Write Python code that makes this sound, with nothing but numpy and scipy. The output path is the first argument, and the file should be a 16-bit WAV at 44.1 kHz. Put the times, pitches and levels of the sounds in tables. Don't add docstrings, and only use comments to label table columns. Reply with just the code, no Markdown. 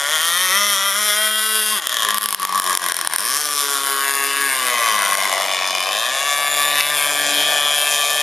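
import sys
import numpy as np
from scipy import signal
from scipy.fft import rfft, irfft, next_fast_len
from scipy.io import wavfile
from scipy.ndimage import uniform_filter1d, map_coordinates

SR = 44100
rng = np.random.default_rng(int(sys.argv[2]) if len(sys.argv) > 2 else 0)


def materialize(psi):
    bounded = np.clip(np.atleast_2d(psi).T, -1, 1)
    quanta = np.round(bounded * 32767).astype(np.int16)
    wavfile.write(sys.argv[1], SR, quanta)


def rack_gain(trim_db):
    fader = np.asarray(trim_db, float)
    return 10 ** (fader / 20)


N = 362502
CRUISE_HZ = 140


def unit(x):
    return x / np.sqrt(np.mean(x ** 2) + 1e-20)


def along(points, hz):
    f, v = np.transpose(points)
    return np.interp(np.log(hz + 1), np.log(f + 1), v)


def curves(rows, t=None):
    s, *cols = np.transpose(rows)
    if t is None:
        t = np.arange(N) / SR
    return [np.interp(t, s, c) for c in cols]


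def bumps(rows, t):
    return sum(change * np.exp(-((t - s) / half) ** 2) for s, change, half in rows)


def wobble(rate):
    coarse = np.arange(0, N + 32, 32)
    knots = rng.standard_normal(int(N * rate / SR) + 4)
    return np.interp(np.arange(N), coarse, map_coordinates(knots, [coarse * rate / SR]))


def filtered(x, response):
    m = next_fast_len(N + SR // 2)
    return irfft(rfft(x, m) * response(np.fft.rfftfreq(m, 1 / SR)), m)[..., :N]


def modes(table):
    def response(f):
        return sum((-1) ** k * rack_gain(db) * 1j * f * w / (c * c - f * f + 1j * f * w)
                   for k, (c, w, db) in enumerate(table))
    return response


def causal(points, size=1024):
    cep = irfft(np.log(rack_gain(along(points, np.fft.rfftfreq(size, 1 / SR)))), size)
    cep[1:size // 2] *= 2
    cep[size // 2 + 1:] = 0
    h = irfft(np.exp(rfft(cep)), size)
    return h / np.linalg.norm(h)


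def pulses(times, sizes):
    at = times * SR
    index = np.floor(at)[:, None].astype(int) + np.arange(-7, 9)
    gap = index - at[:, None]
    shape = np.sinc(gap) * np.cos(np.pi * gap / 18) ** 2 * sizes[:, None]
    return np.bincount(np.clip(index, 0, N).ravel(), shape.ravel(), N + 1)[:N]


def fade(x, tau):
    return signal.lfilter([1], [1, -np.exp(-1 / (tau * SR))], x)


def swept(x, centre_hz, width_hz):
    spin = np.exp(2j * np.pi * np.cumsum(centre_hz) / SR)
    ring = np.real(spin * fade(x / spin, 1 / (np.pi * width_hz)))
    return 2 * np.sqrt(np.pi * width_hz / SR) * ring


def ducking():
    # (time [s], dip [dB], recovery [s])
    ducks = [(1.801, 11, .022), (1.873, 12, .014), (2.185, 12, .027), (2.261, 5, .087), (2.3495, 15, .03),
             (2.453, 9, .04), (2.601, 13, .035), (2.753, 12, .027), (2.776, 17, .023), (2.923, 14, .05),
             (3.015, 4, .041), (3.0755, 19, .025), (3.163, 19, .014), (5.154, 7, .025), (5.784, 5, .03),
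             (6.81, 6, .054)]
    dip = np.zeros(N)
    for s, db, back in ducks:
        start = round(s * SR)
        late = np.arange(min(SR // 2, N - start)) / SR
        dip[start:][:len(late)] -= db * np.clip(late / .001, 0, 1) * np.exp(-late / back)
    return dip


def held(x, level_db):
    power = (rack_gain(ducking()) * x) ** 2
    slow = uniform_filter1d(uniform_filter1d(power, SR // 10), SR // 10)
    return rack_gain(level_db) * x / np.sqrt(np.abs(slow) + 1e-12)


def revs():
    # (time [s], firing rate [1/s])
    throttle = [(0, 139), (.59, 203.5), (1.03, 211), (1.48, 217.6), (1.745, 214.5), (1.85, 133),
                (2.07, 109), (2.4, 97), (2.97, 94), (3.15, 84.5), (3.38, 150), (3.8, 138.1), (4.44, 139.2),
                (5.01, 99.5), (5.56, 92.5), (5.9, 95.5), (6.27, 143.3), (8.22, 146.4)]
    # (time [s],
    # change [1/s], half length [s])
    ripples = [(.05, -2.5, .03), (.135, 3.5, .025), (.185, -5.5, .025), (.33, -2.5, .04), (.5, -9.5, .04),
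               (.765, -7, .03), (.83, -10, .1), (.822, -3, .015), (.925, -10, .035), (1.12, -5.5, .045),
               (1.26, 1.2, .06), (1.65, -1.5, .04), (1.964, -3, .08), (2.265, 4, .04), (3.99, -.8, .05),
               (4.8, 3.3, .2), (5.453, 3, .07), (6.1, 8, .12), (6.52, 2, .05), (6.75, .8, .12),
               (6.92, 3, .04), (7.11, 1.2, .03), (7.49, 1.8, .05), (8.04, -1, .04)]
    t = np.arange(0, N, 64) / SR
    rate = curves(throttle, t)[0] + bumps(ripples, t)
    return np.interp(np.arange(N) / SR, t, rate)


def octaves():
    return np.log2(revs() / CRUISE_HZ)


def rolled(parts_db, rolls):
    t = np.arange(0, N, 64) / SR
    return [db + np.interp(np.arange(N) / SR, t, bumps(rows, t)) for db, rows in zip(parts_db, rolls)]


def beamed(parts):
    # (time [s], loudness [dB], heading [degrees], 0 = stern to the microphone)
    course = [(0.0, -1.1, -74), (0.55, -2.5, -89.5), (0.95, -4.5, -96), (1.4, -5, -96), (1.72, -5, -79),
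              (1.85, -3.5, -81), (2.1, -1.5, -89), (2.35, -8.5, -7), (2.65, 2.5, 10), (3.05, -1, -11),
              (3.45, -3, 3), (3.9, -1, 14), (4.4, -1, 26), (4.85, 1.5, 58.5), (5.5, -3, 83),
              (6.15, -2.5, 81.5), (7.2, -2.5, 88.5), (8.22, -4, 96.5)]
    loud_db, heading = curves(course)
    speed = octaves()
    levels = []
    for db, grow, beam_db, aim in parts:
        facing_db = beam_db * np.cos(np.radians(heading - aim))
        unsteady_db = 1.1 * wobble(3.445) + 1.3 * wobble(16)
        levels.append(db + loud_db + grow * speed + facing_db + unsteady_db)
    return levels


def spray():
    # (frequency [Hz], density [dB per Hz])
    colour = [(40, -42), (150, -17.5), (400, -9), (1000, -9.5), (4000, -4.5), (10000, -22), (16000, -55)]
    # (time [s], change [dB], half length [s])
    lulls = [(1, -9, 0.27), (3.1, -2.5, 0.64), (4.1, 5, 1), (7.4, 11, 0.33)]
    noise = rng.standard_normal((3, N))
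    pair = noise[0] + .75 * noise[1:]
    floor_db, floor_db_per_octave = -38, -12
    level = rack_gain(rolled([floor_db], [lulls])[0] + floor_db_per_octave * octaves() + 0.43 * wobble(14.0))
    return level * unit(filtered(pair, lambda hz: rack_gain(along(colour, hz))))


def banks(x):
    # (frequency [Hz], time to fall 60 dB [s])
    decay = [(300, 0.35), (2000, 1), (10000, 0.0051)]
    hz, t, z = signal.stft(rng.standard_normal((3, SR // 2)), SR, nperseg=256)
    tail = signal.istft(z * rack_gain(-60 * t / along(decay, hz)[:, None]), SR, nperseg=256)[1]
    tail = tail[0] + 0.018 * tail[1:]
    late = np.pad(x, (400, 0))[None]
    return signal.fftconvolve(late, tail / np.linalg.norm(tail[0]), axes=1)[:, :N]


def slaps():
    # (time [s], level [dB], mode [Hz], width [Hz])
    smacks = [
        (4.678, -17.5, 1320, 60),
        (6.804, -15, 2000, 500),
        (6.808, -17, 2900, 1500),
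    ]
    sound = 0
    for s, db, hz, width in smacks:
        burst = fade(pulses(np.array([s]), rack_gain([db])), .003) * rng.standard_normal(N)
        sound = sound + filtered(burst, modes([(hz, width, 0)]))
    return rack_gain(19.0) * sound


def bounced(x):
    # (time [s], delay [ms], strength [0-1])
    water = [(0, .45, .25), (.5, .5, .3), (1.7, .6, .45), (2.2, .59, .45), (3.4, .5, .35), (4.2, .6, .2),
             (4.6, .74, .25), (5, .86, .55), (5.6, .92, .3), (6.25, 1.07, .5), (6.8, 1.15, .35),
             (7.35, 1.22, .45), (8.22, 1.12, .3)]
    delay_ms, strength = curves(water)
    delay_ms = delay_ms * (1 + .012 * wobble(45) + .02 * wobble(3))
    strength = strength * np.clip(.85 + .35 * wobble(4), 0, 1.5)
    return x + strength * map_coordinates(x, [np.arange(N) - delay_ms * SR / 1000])


def rattle(x, share, t60):
    t = np.arange(SR // 8) / SR
    paths = rng.standard_normal((2, len(t))) * rack_gain(-60 * t / t60)
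    one, two = signal.fftconvolve(x[None], paths / np.linalg.norm(paths[0]), axes=1)[:, :N]
    drift = 2.83 * wobble(2.4)
    return np.sqrt(1 - share) * x + np.sqrt(share) * (np.cos(drift) * one + np.sin(drift) * two)


def low_orders(times):
    # (level [dB], growth [dB per octave of revs], beam [dB], aim [degrees])
    throb = [
        (-55, 25, 1, 115),
        (-49.5, 9.5, 7, 6.2),
        (-52.5, 27, 12.5, 24),
        (-48, -5, -5, 336),
        (-45.5, 10.5, -1.5, 52),
    ]
    # (time [s], change [dB], half length [s])
    throb_rolls = [
        [(2.0, -2, 0.27), (4.13, -8, 0.54), (5.7, -2, .45), (0.81, 2, .8), (6.9, 5.5, 1.6)],
        [(.2, -19, 0.16), (1.55, 12.5, 0.24), (2.3, 9.5, 0.32), (3.45, -7, 0.21), (4.1, -2, 0.34),
         (7.35, 12, 0.23)],
        [(.55, 11.5, 0.3), (1.25, 14.5, 0.24), (4.3, 1, 0.59), (5.4, -21, 0.56), (7.1, 0, 1)],
        [(0.05, 21.5, 0.13), (1.2, -31, 0.36), (4.7, 12, 0.11), (5.5, -17, 0.73), (6.9, -10, 0.48),
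         (8.05, 3, .2)],
        [(.6, -1, 0.2), (1.6, 4, 0.15), (4.7, 14, 0.097), (6.3, -6, 0.23), (7.3, 7, 0.49)],
    ]
    turn = np.interp(np.arange(N) / SR, times, np.arange(len(times)))
    sound = 0
    for k, db in enumerate(rolled(beamed(throb), throb_rolls)):
        level = rack_gain(db + 1.33 * wobble(2.06) + 1.6 * k * wobble(30.))
        sound = sound + level * np.sin(2 * np.pi * (k + 1) * turn)
    return sound


def hull(churned, hull_db):
    # (centre [Hz], width [Hz], level [dB])
    hull_mode = [(665, 260, 0)]
    return held(filtered(churned, lambda hz: modes(hull_mode)(hz) ** 2), hull_db + 6.5)


def small_metal(sizzle, casing_db, fins_db, tip_db):
    # (centre [Hz], width [Hz], level [dB])
    casing_modes = [(4784, 275, 1), (7070, 1280, 7.8)]
    # (time [s], cooling fins [Hz], muffler tip [Hz])
    fin_modes = [(0, 5300, 9300), (.6, 5400, 9400), (.65, 5450, 10700), (1.15, 5400, 10600),
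                 (1.18, 7100, 10500), (1.8, 7100, 10300), (1.83, 5400, 10900), (2.7, 5400, 11100),
                 (2.75, 5400, 9400), (3.8, 5150, 9300), (3.83, 6900, 9400), (4.7, 6700, 9100),
                 (4.73, 5700, 9500), (5.2, 5600, 9300), (5.25, 5050, 9200), (5.98, 4850, 9200),
                 (6.01, 6900, 9500), (6.8, 7050, 10300), (7.2, 6700, 10300), (7.9, 6700, 10500),
                 (7.93, 5100, 10400)]
    fins_hz, tip_hz = curves(fin_modes)
    casing = held(filtered(sizzle, modes(casing_modes)), casing_db)
    fins = held(swept(sizzle, fins_hz, width_hz=450), fins_db)
    return casing + fins + held(swept(sizzle, tip_hz, width_hz=600), tip_db)


def twice_rung(x, hz, narrow_hz, wide_hz, level_db):
    return held(swept(swept(x, hz, narrow_hz), hz, wide_hz), level_db)


def panels(rung, deck_db, cowl_db):
    # (time [s], deck [Hz], cowl [Hz])
    panel_modes = [(0, 1400, 3500), (.92, 1400, 3500), (.97, 1490, 2900), (1.75, 1515, 2830),
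                   (2.1, 1430, 3000), (3.3, 1550, 3100), (3.6, 1420, 3450), (3.95, 1390, 3450),
                   (4.05, 1680, 3450), (4.5, 1700, 3450), (4.9, 1600, 3400), (5.35, 1600, 3400),
                   (5.45, 2300, 3400), (6.05, 2500, 3500), (6.12, 2250, 2740), (6.9, 2200, 2740),
                   (7.0, 2330, 3490), (8.22, 2360, 3500)]
    deck_hz, cowl_hz = curves(panel_modes)
    return twice_rung(rung, deck_hz, 300, 1500, deck_db) + twice_rung(rung, cowl_hz, 220, 1400, cowl_db)


def exhaust(rung, pipe_db, tail_db, outlet_db):
    # (time [s], tailpipe [Hz], outlet [Hz])
    tuning = [(0, 1760, 3220), (.6, 1960, 3220), (.93, 1930, 3250), (1.75, 1950, 3260), (2.0, 1700, 3260),
              (2.4, 1660, 3240), (3.65, 1700, 3200), (3.98, 1900, 3050), (4.05, 2150, 2630),
              (4.5, 2150, 2600), (4.7, 2060, 3020), (5.4, 1950, 2950), (5.9, 1740, 3020),
              (6.15, 1740, 3440), (6.93, 1740, 3460), (7.0, 1680, 3200), (8.22, 1720, 3210)]
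    pipe_hz = 1153 + 86 * octaves()
    tail_hz, outlet_hz = curves(tuning)
    pipe = twice_rung(rung, pipe_hz, 110, 420, pipe_db)
    tailpipe = twice_rung(rung, tail_hz, 200, 1800, tail_db)
    return pipe + tailpipe + twice_rung(rung, outlet_hz, 240, 1000, outlet_db)


def firings():
    # (time [s], peak [dB])
    pops = [(1.8709, -3), (1.9433, -10), (2.0493, -10), (2.0872, -9), (2.1064, -7), (2.1445, -6),
            (2.1827, -4), (2.2399, -8), (2.259, -3), (2.2878, -5), (2.3073, -9), (2.3269, -4), (2.3469, -1),
            (2.4301, -9), (2.4512, -3), (2.5988, -3), (2.62, -11), (2.7293, -8), (2.7514, -2), (2.7737, -3),
            (2.8862, -5), (2.9208, -2), (2.9437, -8), (2.9668, -5), (3.0128, -6), (3.0485, -12),
            (3.0734, -2), (3.1363, -8), (3.1611, -3), (3.1842, -7),
            (1.8216, -16), (1.856, -19), (1.8944, -11), (1.9189, -13), (1.9268, -13), (1.969, -7),
                (2.0043, -12), (2.0222, -11), (2.0315, -7), (2.173, -9), (2.2112, -13), (2.2207, -12),
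                (2.2307, -10), (2.3984, -13), (2.4197, -13), (2.4722, -18), (2.4932, -14), (2.525, -12),
                (2.547, -12), (2.5567, -11), (2.5776, -8), (2.6419, -9), (2.6639, -9), (2.6748, -10),
                (2.6966, -8), (2.7073, -10), (2.7955, -19), (2.8184, -16), (2.8294, -15), (2.8404, -10),
                (2.8631, -8), (2.8975, -13), (2.9894, -13), (3.0983, -23), (3.1108, -21), (3.1242, -18),
                (3.1948, -13), (3.2055, -10), (5.0205, -9), (5.0506, -10), (5.1214, -11), (5.1519, -9),
                (5.1722, -9), (5.2028, -11), (5.2346, -13), (5.254, -12), (5.6752, -15), (5.7072, -15),
                (5.7508, -14), (5.7829, -15), (5.8045, -12), (5.8266, -15)]
    t = np.arange(N) / SR
    turns = np.cumsum(revs()) / SR
    hard, peak_db = np.transpose(sorted(pops))
    passed = np.interp(hard, t, turns)
    which = np.cumsum(np.round(np.diff(passed, prepend=0)))
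    turns += np.interp(t, hard, which - passed)
    return np.interp(np.arange(int(turns[-1])), turns, t), which.astype(int), peak_db


def efforts(times, which, luck):
    # (start [s], end [s], missed turn [dB], caught turn [dB], scatter [dB])
    misfires = [
        (1.79, 3.19, -13, -9, 3),
        (5.0, 5.55, -3, -1, 2.5),
        (5.55, 5.92, -7, -4, 2.5),
    ]
    turn = np.arange(len(times))
    until = which[np.clip(np.searchsorted(which, turn), 0, len(which) - 1)] - turn
    effort_db = 1.7 * luck
    for start, end, missed_db, caught_db, scatter_db in misfires:
        shut = np.where(until % 2, missed_db, caught_db) + scatter_db * luck
        effort_db = np.where((times > start) & (times < end), shut, effort_db)
    return effort_db


def blast(times, sizes, puff_db, tail_db, tail_s, tail_sizes=None):
    # (time [s], delay [ms], strength [0-1])
    wake = [(0, 2, .12), (.95, 2.5, .12), (1.05, 2.5, .4), (1.75, 2.5, .45), (2.1, 4.2, .15),
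            (3.2, 4.2, .15), (3.6, 3, .08), (8.22, 2.7, .06)]
    share = .37 - .2 * octaves()
    direct = pulses(times, sizes)
    late_ms, strength = curves(wake, times)
    echo = pulses(times + late_ms / 1000, strength * sizes)
    lasting = direct if tail_sizes is None else pulses(times, tail_sizes)
    hiss = rack_gain(puff_db) * fade(direct, .0006) + rack_gain(tail_db) * fade(lasting, tail_s)
    return (1 - share) * (direct + echo) + share * hiss * rng.standard_normal(N)


def crack(times, mean_db, effort_db):
    # (frequency [Hz], level [dB])
    crack_colour = [(300, -4), (1500, 1.5), (6000, -3), (8000, 2.5), (9400, 7), (11500, 7), (12800, -2),
                    (16500, -10)]
    # (centre [Hz], width [Hz], level [dB])
    front_mode = [(3300, 3500, 0)]
    sizes = rack_gain(mean_db + effort_db)
    tail_sizes = rack_gain(mean_db + .45 * effort_db)
    bang = signal.fftconvolve(blast(times, sizes, -17, -28, 0.013, tail_sizes), causal(crack_colour))[:N]
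    return bang + rack_gain(-8) * filtered(pulses(times, sizes), modes(front_mode))


def engine():
    # (level [dB], growth [dB per octave of revs], beam [dB], aim [degrees off the stern])
    parts = [
        (-21.5, 1, 3, 118),
        (-19.5, 2, 11, 176),
        (-19, 1, 15.5, 181.7),
        (-20.5, 7.5, 4.5, 46),
        (-31, -1, 12.5, 157.8),
        (-19.5, 9.5, 4.5, 175),
        (-20.5, -2, 0.5, 390),
        (-30, 8, 6.5, 175),
        (-28.5, 10.5, 3, 120),
        (-35, -4, -3.5, 26),
    ]
    # (time [s], change [dB], half length [s])
    part_rolls = [
        [(1.05, -16, 0.071), (1.45, -12, 0.28), (4.9, 3, 0.19), (2.1, 7, 0.1), (2.42, 5.5, 0.18),
         (2.56, 5.5, 0.033), (2.71, 6.5, 0.046), (7.4, -7, 0.084)],
        [(.6, 3, 0.16), (1.4, -7, 0.47), (3.75, -22, 0.19), (2.05, 1, 0.091), (2.72, 5, 0.048), (2.9, 5, .08),
         (4.28, 3, 0.12), (4.8, 6, 0.26), (5.8, -3.5, 0.16), (7.95, -2, 0.55)],
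        [(2.0, 3, 0.097), (3.5, -5, 0.089), (4.25, 6, 0.28), (6.3, 3, 0.2), (7.65, 4.5, 0.39)],
        [(1.3, 6, 1), (4.65, -5.5, 0.45), (5.7, -3, 0.15), (6.25, -5.5, 0.22)],
        [(1.2, -8, 0.75), (4.2, -6, .3), (5.35, 4, 0.081), (6.9, -1.5, 0.17)],
        [(.8, -5, 1), (2.9, 0, 0.17), (3.5, 2.5, 0.27), (4.5, -1, 0.63), (5.7, 1, 0.81)],
        [(0.54, 1.5, 0.14), (1.33, 6, 0.54), (5.4, -15, 0.075), (2.73, -13, 1), (4.1, 0.5, 0.2), (7.7, 1, 1),
         (4.75, -6, 0.12)],
        [(3.6, 10, 0.21), (0.5, 0, 0.61), (5.47, 4, 0.28), (5.93, 9.5, 0.64), (7.4, -17, 0.5), (3.6, -3, 0.49)],
        [(.7, 5.5, 0.24), (1.45, 4, .25), (3.3, 7.5, 0.28), (3.81, -9, 0.088), (4.72, -9, .08), (4.2, 3, 0.33),
         (5.0, -2, 0.098), (5.7, 8.5, 0.2), (6.2, -17, .15), (6.55, 11, 0.2), (7.7, -6, 0.13), (8.1, -18, 0.13)],
        [(.3, 3, 0.23), (.9, 17, 0.096), (1.55, 14.5, 0.2), (2.3, 18.5, .2), (3.3, 14.5, 0.38),
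         (4.45, 11.5, .2), (5.1, 10, 0.26), (5.8, 3, 0.2), (7.8, 15, 0.22)],
    ]
    times, which, peak_db = firings()
    luck = rng.standard_normal((len(times), 2))
    slip_s = .00003 * wobble(50)[(times * SR).astype(int)]
    times = times + .000012 * luck[:, 0] + slip_s
    at = (times * SR).astype(int)
    levels_db = np.array(rolled(beamed(parts), part_rolls)) - 4
    pipe_db, tail_db, outlet_db, crack_db, hull_db, casing_db, deck_db, cowl_db, fins_db, tip_db = levels_db
    mean_db = (crack_db + 10 * np.log10(SR / revs()))[at]
    effort_db = efforts(times, which, luck[:, 1])
    gain_db = ducking()[at]
    effort_db[which] = peak_db + 13.0 - (gain_db + mean_db)[which]

    def gas(follow, puff_db, tail_db, tail_s):
        return blast(times, rack_gain(follow * effort_db), puff_db, tail_db, tail_s)

    open_crack = bounced(crack(times, mean_db, effort_db))
    sizzle = bounced(gas(.65, -23.5, -28, .0096))
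    rung = rattle(gas(.35, -22, -32, .006), share=.28, t60=.045)
    churned = gas(.35, -15, -21, .006)
    sound = open_crack + small_metal(sizzle, casing_db, fins_db, tip_db) + hull(churned, hull_db)
    sound = sound + exhaust(rung, pipe_db, tail_db, outlet_db) + panels(rung, deck_db, cowl_db)
    sound = filtered(sound, lambda hz: (1j * hz / (1j * hz + 260)) ** 6)
    return sound + low_orders(times)


def scene():
    boat = engine() + slaps()
    return boat + rack_gain(-15) * banks(boat) + spray()


def top_cut(x):
    return signal.sosfilt(signal.butter(12, 16510, fs=SR, output="sos"), x)


def record(dry):
    # (frequency [Hz], difference [dB])
    port_levels = [(60, 5), (200, 4.2), (380, 3.5), (1290, 3.1), (2380, 2.9), (4400, 1.4), (8120, 3),
                   (15000, .6)]
    # (frequency [Hz], lead [rad])
    port_lead = [(0, 0), (260, -.15), (950, 0), (4000, .06), (9000, .25), (16100, .08)]
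    side = np.array([[.5], [-.5]])

    def response(hz):
        ports = rack_gain(side * along(port_levels, hz)) * np.exp(1j * side * along(port_lead, hz))
        notch = 1 - .7 * modes([(7880, 450, 0)])(hz)
        limit = rack_gain(-36 * np.clip((hz - 15250) / 300, 0, 1))
        return ports * notch * limit

    x = rack_gain(ducking()) * filtered(dry, response)
    x = x / (1 + np.abs(x / 1.05) ** 8) ** (1 / 8)
    return top_cut(x)


dry = scene()
out = record(dry)
materialize(out)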